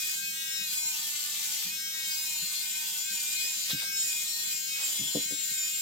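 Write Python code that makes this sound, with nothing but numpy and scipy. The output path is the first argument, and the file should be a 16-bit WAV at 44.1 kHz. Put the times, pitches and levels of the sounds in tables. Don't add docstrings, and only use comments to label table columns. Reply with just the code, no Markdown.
import sys
import numpy as np
from scipy import signal
from scipy.fft import rfft, irfft, next_fast_len
from scipy.io import wavfile

SR = 44100
rng = np.random.default_rng(int(sys.argv[2]) if len(sys.argv) > 2 else 0)


def file_out(sig):
    cols = np.atleast_2d(sig).T
    lim = np.clip(cols, -1, 1)
    pcm = np.round(lim * 32767).astype(np.int16)
    wavfile.write(sys.argv[1], SR, pcm)


N = 256617

# (time [s], cutter strokes per second [Hz])
MOTOR_SPEED = [(0.01, 307.7), (0.1, 306.7), (0.2, 315.7), (0.3, 318.1), (0.44, 318.3), (0.57, 315.3),
               (0.63, 315.7), (0.72, 303.2), (0.84, 308.1), (0.92, 306.7), (0.96, 303.5), (1.02, 303.4),
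               (1.11, 297.7), (1.21, 298.8), (1.24, 296.2), (1.32, 297.2), (1.38, 294.1), (1.44, 299.7),
               (1.48, 296.4), (1.66, 301.5), (1.72, 312.9), (1.84, 315.7), (2.07, 316.0), (2.14, 313.0),
               (2.23, 313.5), (2.32, 307.9), (2.47, 304.2), (2.57, 303.4), (2.63, 306.3), (2.71, 303.6),
               (2.77, 308.6), (2.9, 305.5), (2.95, 299.7), (3.0, 301.5), (3.08, 313.9), (3.11, 313.8),
               (3.19, 303.9), (3.26, 300.3), (3.4, 308.6), (3.53, 309.7), (3.6, 305.0), (3.65, 305.1),
               (3.69, 311.5), (3.74, 314.0), (3.93, 316.2), (4.06, 313.4), (4.12, 307.0), (4.27, 307.5),
               (4.38, 309.8), (4.55, 308.3), (4.69, 314.9), (4.82, 316.5), (4.94, 302.8), (4.99, 306.8),
               (5.03, 305.3), (5.14, 310.0), (5.23, 306.4), (5.29, 312.5), (5.41, 314.0), (5.44, 309.9),
               (5.57, 311.8), (5.64, 306.7), (5.72, 310.7), (5.81, 312.5)]
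# (frequency [Hz], level [dB])
BUZZ_COLOUR = [(1200, -8), (1550, -21), (2200, -18.5), (3100, -12), (4000, -16), (6000, -13), (8400, -12),
               (9300, -15.5), (10500, -26), (12800, -12), (13800, -13), (15500, -16)]
# (centre [Hz], width [Hz], lift [dB])
HOUSING_MODES = [(1576, 33, 9), (1900, 100, 3), (2236, 166, 8), (2856, 7.7, 6), (3332, 100, 7),
                 (3774, 53, 9.5), (4286, 520, 6), (4883, 106, 7), (5554, 61, 9)]
# (frequency [Hz], level [dB])
WHINE_COLOUR = [(6000, -35), (6600, -14.5), (7050, 2.5), (7280, -5), (7540, 1.5), (7900, -16), (8400, -51),
                (9000, -27)]
# (time [s], level [dB])
WHINE_LEVEL = [(0.0, -58), (0.03, -51), (0.18, -32.5), (0.24, -47), (0.83, -40.5), (1.55, -43),
               (1.73, -43.5), (3.48, -37), (3.91, -51), (3.99, -31.5), (4.42, -48), (4.5, -37), (4.81, -38),
               (4.85, -33.5), (5.04, -35.5), (5.82, -36.5)]
# (touch [s], lift [s], foil ringing [dB], low thrum [dB])
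SCALP_STROKES = [(-.1, 0.136, -45.5, -62), (0.455, 1.71, -48.5, -57), (1.933, 3.01, -47.5, -56.5),
                 (3.09, 3.708, -51, -60), (3.913, 4.547, -43.5, -63.5), (4.793, 5.214, -52, -60.5),
                 (5.4, 5.902, -50, -83)]
# (light drag [dB], usual drag [dB], heaviest drag [dB])
LEADING_LEVELS = [(-64, -67, -61), (-48, -42.5, -47), (-42, -46, -51)]
# (time [s], level [dB])
SINGING_LEVEL = [(0.01, -47.0), (0.05, -39), (0.2, -52), (0.29, -36), (0.32, -47.5), (0.94, -46),
                 (1.07, -50), (1.19, -49), (1.3, -61.5), (1.36, -51.5), (1.56, -56), (1.74, -43),
                 (1.81, -57.5), (2.1, -48), (2.24, -54), (2.32, -41.5), (2.46, -53), (2.63, -47),
                 (2.97, -52), (3.26, -49.0), (3.37, -39.0), (3.61, -49), (4.08, -47), (4.11, -42.0),
                 (4.35, -54.5), (4.48, -50), (4.64, -52), (4.71, -44), (5.11, -48.5), (5.15, -55),
                 (5.24, -49.0), (5.46, -59), (5.64, -41), (5.8, -54)]
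# (start [s], end [s], frequency [Hz], level [dB])
PASSING_RINGS = [(0.463, .65, 5360, -37), (0.758, 0.918, 7060, -31.5), (1.777, 2.077, 5370, -38.5),
                 (2.1, 2.294, 5010, -35), (2.387, 2.68, 4270, -40), (3.352, 3.52, 4320, -42),
                 (3.37, 3.582, 4940, -39.5), (3.843, 4.05, 5360, -36), (4.305, 4.496, 4320, -44),
                 (4.67, 4.84, 5360, -38.5), (5.004, 5.098, 3370, -37), (5.075, 5.23, 3090, -40.5)]
# (frequency [Hz], relative density [dB per Hz])
RASP_COLOUR = [(500, -29), (900, -27), (1300, -16.5), (1900, -8.5), (2500, -3), (3400, 1), (4500, 0.5),
               (6200, 1.5), (8200, 0.5), (10500, -4.5), (13000, 0), (15500, -5)]
# (time [s], rasp [dB], part below about 5 kHz against that [dB])
RASP_LEVEL = [(0.01, -42, -6), (0.12, -43, 0.5), (0.2, -47.5, -9.0), (0.23, -53.5, 3.0), (0.43, -50, -3),
              (0.47, -50, 3), (0.58, -53, 0), (0.74, -42, -1.5), (0.81, -45.5, -11.5), (0.92, -43.0, -2.5),
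              (1.57, -42.5, 2), (1.66, -45.5, 3.5), (1.76, -53.5, 3), (1.92, -61, 7), (1.99, -49, 1),
              (2.1, -45.5, -5.5), (2.23, -43.5, -6), (2.37, -45, -2.5), (2.57, -44, -2), (2.77, -46.5, 3),
              (2.99, -43, -3.0), (3.04, -47, -3), (3.1, -48, -2), (3.13, -42.5, -5), (3.68, -45.5, 1),
              (3.71, -40, 3), (3.77, -56, 10), (3.8, -45.5, 7.5), (3.91, -54, 0.5), (3.95, -49.5, -8),
              (4.08, -43, -1.5), (4.35, -44.5, -4), (4.42, -46.5, -1), (4.53, -42, -1.5), (4.64, -54, -5),
              (4.71, -52.5, 2), (4.77, -50.5, 10.5), (4.86, -42.5, 2.5), (5.11, -45, -3.5),
              (5.24, -47.5, 2), (5.31, -47, -9), (5.4, -53, 8), (5.44, -44.5, -1.5), (5.8, -47.5, 0.5)]
# (frequency [Hz], left minus right [dB])
SHAVER_BALANCE = [(900, -5), (1250, 1), (1600, 7), (2100, -1), (3300, 7), (5500, 10), (7200, 2),
                  (9000, -2.5), (11000, -4.5), (13000, -14), (15500, -16)]
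# (frequency [Hz], relative density [dB per Hz])
ROOM_COLOUR = [(25, -12), (55, -15), (85, -12), (120, -6.5), (165, 4), (240, -7.5), (400, -10.5),
               (600, -9.5), (850, -19.5), (2000, -21)]
# (frequency [Hz], rms level [dB])
MAINS_HUM = [(100, -80), (200, -69), (400, -78)]
# (peak time [s], rms level at the peak [dB], length [s], centre [Hz], width [octaves])
BRUSH_STROKES = [(0.26, -63.5, 0.14, 176, 0.48), (0.616, -58, 0.03, 180, 0.33),
                 (2.436, -56.5, 0.037, 165, 0.39), (3.13, -59, 0.03, 169, 0.63),
                 (1.68, -56.5, 0.088, 181, 0.45), (2.53, -57.5, 0.021, 1130, 0.21),
                 (3.452, -55.5, 0.024, 457, 0.45), (3.707, -46, 0.022, 700, 4.6),
                 (3.716, -32.5, 0.028, 3770, 0.31), (3.831, -50, 0.023, 900, 2.4),
                 (4.818, -42.5, 0.053, 2820, 5.4), (4.898, -46.5, 0.085, 1900, 7),
                 (5.037, -48, 0.058, 189, 0.73)]
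# (time [s], strength [dB], contact cut-off, lower is softer [Hz])
KNOCK_BLOWS = [(3.442, -55, 900), (3.730, -20.5, 150), (3.743, -21, 153), (4.063, -53.5, 600),
               (4.994, -35, 182), (5.010, -32, 237), (5.034, -38, 190), (5.074, -47, 318),
               (5.149, -29, 503), (5.155, -24, 770), (5.169, -27.5, 654), (5.187, -33.5, 450),
               (5.255, -45, 220), (5.309, -44, 800), (5.322, -36, 472), (5.333, -42, 420),
               (5.514, -34.5, 127)]
# (frequency [Hz], relative level [dB], decay by 60 dB [s])
KNOCK_MODES = [(124, -21, 0.062), (138, -25, 0.1), (216, -14.5, 0.093), (255, -25, 0.042),
               (298, -2.5, 0.085), (379, -17.5, 0.12), (420, -11, 0.083), (479, -2.5, 0.077),
               (532, -12, 0.09), (643, -14, 0.063), (1038, -12, 0.061)]

HOP = 32
TIME = np.arange(N) / SR
TICKS = np.arange(0, N + HOP, HOP) / SR
FREE_HZ, FULL_SAG_HZ = 319.3, 20.5
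LIGHT_LOAD, USUAL_LOAD = 0.18, 0.47
TOUCH_S, LIFT_S = 0.012, 0.095
AIR_RING_DB, AIR_THRUM_DB = -56, -74
BUZZ_DB, BUZZ_PER_LOAD_DB = -35, -2
THRUM_ORDER, SINGING_ORDER = 3, 8
LEADING_HARMONICS = (4, 13, 17)
SINGING_TRIM_DB = 5
RING_FADE_S = 0.03
FOIL_HZ, FOIL_WIDTH_HZ = 7320, 800
ROOM_T60_S = 0.28


def from_db(db):
    return 10 ** (np.asarray(db) / 20)


def rms_one(x):
    return x / np.sqrt(np.mean(np.abs(x) ** 2) + 1e-20)


def in_time(rows):
    s, *columns = np.transpose(rows)
    return [np.interp(TICKS, s, c) for c in columns]


def per_sample(control):
    return np.interp(TIME, TICKS, control)


def at_hz(points, hz):
    f, value = np.transpose(points)
    return np.interp(np.log(np.maximum(hz, 1)), np.log(f), value)


def drift(rate_hz):
    r = np.exp(-2 * np.pi * rate_hz * HOP / SR)
    white = rng.standard_normal(2 * len(TICKS))
    smooth = signal.lfilter([1], [1, -2 * r, r * r], white)
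    return rms_one(smooth[len(TICKS):])


def bump(hz, centre_hz, width_hz):
    return 1 / (1 + (2 * (hz - centre_hz) / width_hz) ** 2)


def placed(hz):
    lean = from_db(np.array([[1], [-1]]) * at_hz(SHAVER_BALANCE, hz) / 2)
    return lean / np.sqrt(np.mean(lean ** 2, axis=0))


def noise(colour, alike):
    size = next_fast_len(N)
    mid, side = rng.standard_normal((2, size))
    pair = np.sqrt(1 + alike) * mid + np.sqrt(1 - alike) * side * np.array([[1], [-1]])
    hz = np.arange(size // 2 + 1) * SR / size
    return rms_one(irfft(rfft(pair) * colour(hz), size)[:, :N])


def random_path(rate_hz):
    return rms_one(drift(rate_hz) + 1j * drift(rate_hz))


def room(x, count=8):
    out = np.zeros((2, N))
    lags = (rng.uniform(0.0061, 0.04, 2 * count) * SR).astype(int)
    for k, lag in enumerate(lags):
        loop = x.copy()
        gain = from_db(-60 * lag / SR / ROOM_T60_S)
        for i in range(lag, N, lag):
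            loop[i:i + lag] += gain * loop[i - lag:i][:N - i]
        out[k % 2] += (loop - x) * (-1) ** (k // 2)
    return out / np.sqrt(count)


def on_skin(touch_s, lift_s):
    attack = np.clip((TICKS - touch_s) / TOUCH_S, 0, 1)
    release = np.clip(1 - (TICKS - lift_s) / LIFT_S, 0, 1)
    return attack * release


def shaving(load):
    ringing, thrum = sum(np.outer(from_db(levels_db), on_skin(touch_s, lift_s))
                         for touch_s, lift_s, *levels_db in SCALP_STROKES)
    thrum = thrum * np.minimum(load / USUAL_LOAD, 1)
    in_air = from_db([[AIR_RING_DB], [AIR_THRUM_DB]])
    return 20 * np.log10(np.hypot(in_air, [ringing, thrum]))


def ringing_out(k, speed):
    level = 0
    for start, end, hz, db in PASSING_RINGS:
        nearest = round(hz / np.interp((start + end) / 2, TICKS, speed))
        if nearest == k:
            from_edge = np.minimum(TICKS - start, end - TICKS)
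            level = level + from_db(db) * np.clip(from_edge / RING_FADE_S + 0.5, 0, 1)
    return level


def cutter(speed, cutting, buzz_db, whine_db, leading, free_jitter=0.00051, loaded_jitter=0.0033,
           wow=0.0004, echo_share=0.48, leading_echo_share=0.28, hand_rate_hz=4.15,
           flutter_db=2.0, spread=1.31, count=51):
    jitter = (free_jitter + loaded_jitter * cutting) * drift(240)
    turns = np.cumsum(per_sample(speed * (1 + wow * drift(15.5)))) / SR + per_sample(jitter)
    out = np.zeros((2, N))
    for k in range(THRUM_ORDER, count):
        hz = k * speed
        partial = np.exp(2j * np.pi * k * turns)
        if k in leading:
            level, wet = from_db(leading[k]), leading_echo_share
        else:
            lift_db = sum(db * bump(hz, centre, width) for centre, width, db in HOUSING_MODES)
            buzz = from_db(buzz_db + at_hz(BUZZ_COLOUR, hz) + lift_db)
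            whine = from_db(whine_db + at_hz(WHINE_COLOUR, hz))
            level, wet = np.hypot(buzz, whine), echo_share
        flutter = rms_one(from_db(flutter_db * (0.5 + cutting) * drift(40.5)))
        level = np.hypot(level, ringing_out(k, speed)) * flutter
        start = rng.uniform(0, 2 * np.pi)
        for side, gain in enumerate(level * placed(hz)):
            echoes = random_path(hand_rate_hz)
            direct = np.exp(1j * (start + rng.normal(0, spread * np.sqrt(wet))))
            path = rms_one(np.sqrt(1 - wet) * direct + np.sqrt(wet) * echoes)
            out[side] += (per_sample(gain * path) * partial).real
    return out, turns


def stubble(turns, rasp_db, lower_db, trim_db=8.5, grain_db=1.5, patchy_db=1.5, gating=0.27,
            edge_hz=4800, count=24):
    size = next_fast_len(N)
    rasp = rfft(noise(lambda hz: from_db(at_hz(RASP_COLOUR, hz)) * placed(hz), alike=0.035), size)
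    hz = np.arange(rasp.shape[1]) * SR / size
    centres = np.geomspace(1000, 14500, count)
    out = np.zeros((2, N))
    for centre, share in zip(centres, np.eye(count)):
        band = irfft(rasp * np.interp(hz, centres, share), size)[:, :N]
        press_db = lower_db / (1 + (centre / edge_hz) ** 8)
        patches = rms_one(from_db(patchy_db * drift(28)))
        out += band * per_sample(patches * from_db(press_db))
    snips = 1 + gating * np.cos(2 * np.pi * turns)
    return out * snips * per_sample(from_db(rasp_db + trim_db + grain_db * drift(190)))


def foil(speed, turns, ring_db, trim_db=3.5, flutter_rate_hz=55):
    out = np.zeros((2, N))
    for k in range(20, 28):
        hz = k * speed
        partial = np.exp(2j * np.pi * k * turns)
        level = from_db(ring_db + trim_db) * bump(hz, FOIL_HZ, FOIL_WIDTH_HZ)
        for side, gain in enumerate(level * placed(hz)):
            kicks = random_path(flutter_rate_hz)
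            out[side] += (per_sample(gain * kicks) * partial).real
    return out


def background(level_db=-67, swell_db=3.0):
    rumble = noise(lambda hz: from_db(at_hz(ROOM_COLOUR, hz)), alike=0.94)
    swell = per_sample(from_db(level_db + swell_db * drift(13.3)))
    hum = sum(np.sqrt(2) * from_db(db) * np.sin(2 * np.pi * (hz * TIME + rng.random()))
              for hz, db in MAINS_HUM)
    return rumble * swell + hum


def brushes(wet_db=-10):
    out = np.zeros(N)
    for s, db, length, hz, octaves in BRUSH_STROKES:
        edges = hz * 2 ** (octaves * np.array([-0.5, 0.5]))
        band = signal.butter(2, edges, "band", fs=SR, output="sos")
        rub = signal.sosfilt(band, rng.standard_normal(N))
        out += from_db(db) * rms_one(rub) * np.exp(-2 * ((TIME - s) / length) ** 2)
    return out + from_db(wet_db) * room(out)


def ring(clicks, hz, t60):
    r, w = from_db(-60 / (t60 * SR)), 2 * np.pi * hz / SR
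    return signal.lfilter([0, np.sin(w)], [1, -2 * r * np.cos(w), r * r], clicks + 1e-18)


def knocks(wet_db=-15, radiating_hz=122, lag_s=0.00031):
    force = np.zeros(N)
    for s, db, soft_hz in KNOCK_BLOWS:
        blow = np.zeros(N)
        blow[round(s * SR)] = from_db(db)
        contact = signal.butter(3, soft_hz, fs=SR, output="sos")
        force += signal.sosfilt(contact, blow + 1e-18)
    body = sum(ring(force, hz, t60) * from_db(db) for hz, db, t60 in KNOCK_MODES)
    body = signal.sosfilt(signal.butter(6, radiating_hz, "high", fs=SR, output="sos"), body)
    direct = np.array([np.interp(TIME - lag_s, TIME, body), body])
    return direct + from_db(wet_db) * room(body)


def scene():
    speed, = in_time(MOTOR_SPEED)
    whine_db, = in_time(WHINE_LEVEL)
    singing_db, = in_time(SINGING_LEVEL)
    rasp_db, lower_db = in_time(RASP_LEVEL)
    load = np.clip((FREE_HZ - speed) / FULL_SAG_HZ, 0, 1)
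    ring_db, thrum_db = shaving(load)
    cutting = from_db(rasp_db - rasp_db.max())
    leading = {k: np.interp(load, [LIGHT_LOAD, USUAL_LOAD, 1], levels_db)
               for k, levels_db in zip(LEADING_HARMONICS, LEADING_LEVELS)}
    leading[THRUM_ORDER] = thrum_db
    leading[SINGING_ORDER] = singing_db + SINGING_TRIM_DB
    buzz, turns = cutter(speed, cutting, BUZZ_DB + BUZZ_PER_LOAD_DB * load, whine_db, leading)
    shaver = buzz + stubble(turns, rasp_db, lower_db) + foil(speed, turns, ring_db)
    return shaver + background() + brushes() + knocks()


def record(dry):
    low_pass = signal.ellip(12, 0.2, 85, 15850, fs=SR, output="sos")
    return signal.sosfilt(low_pass, dry)


dry = scene()
out = record(dry)
file_out(out)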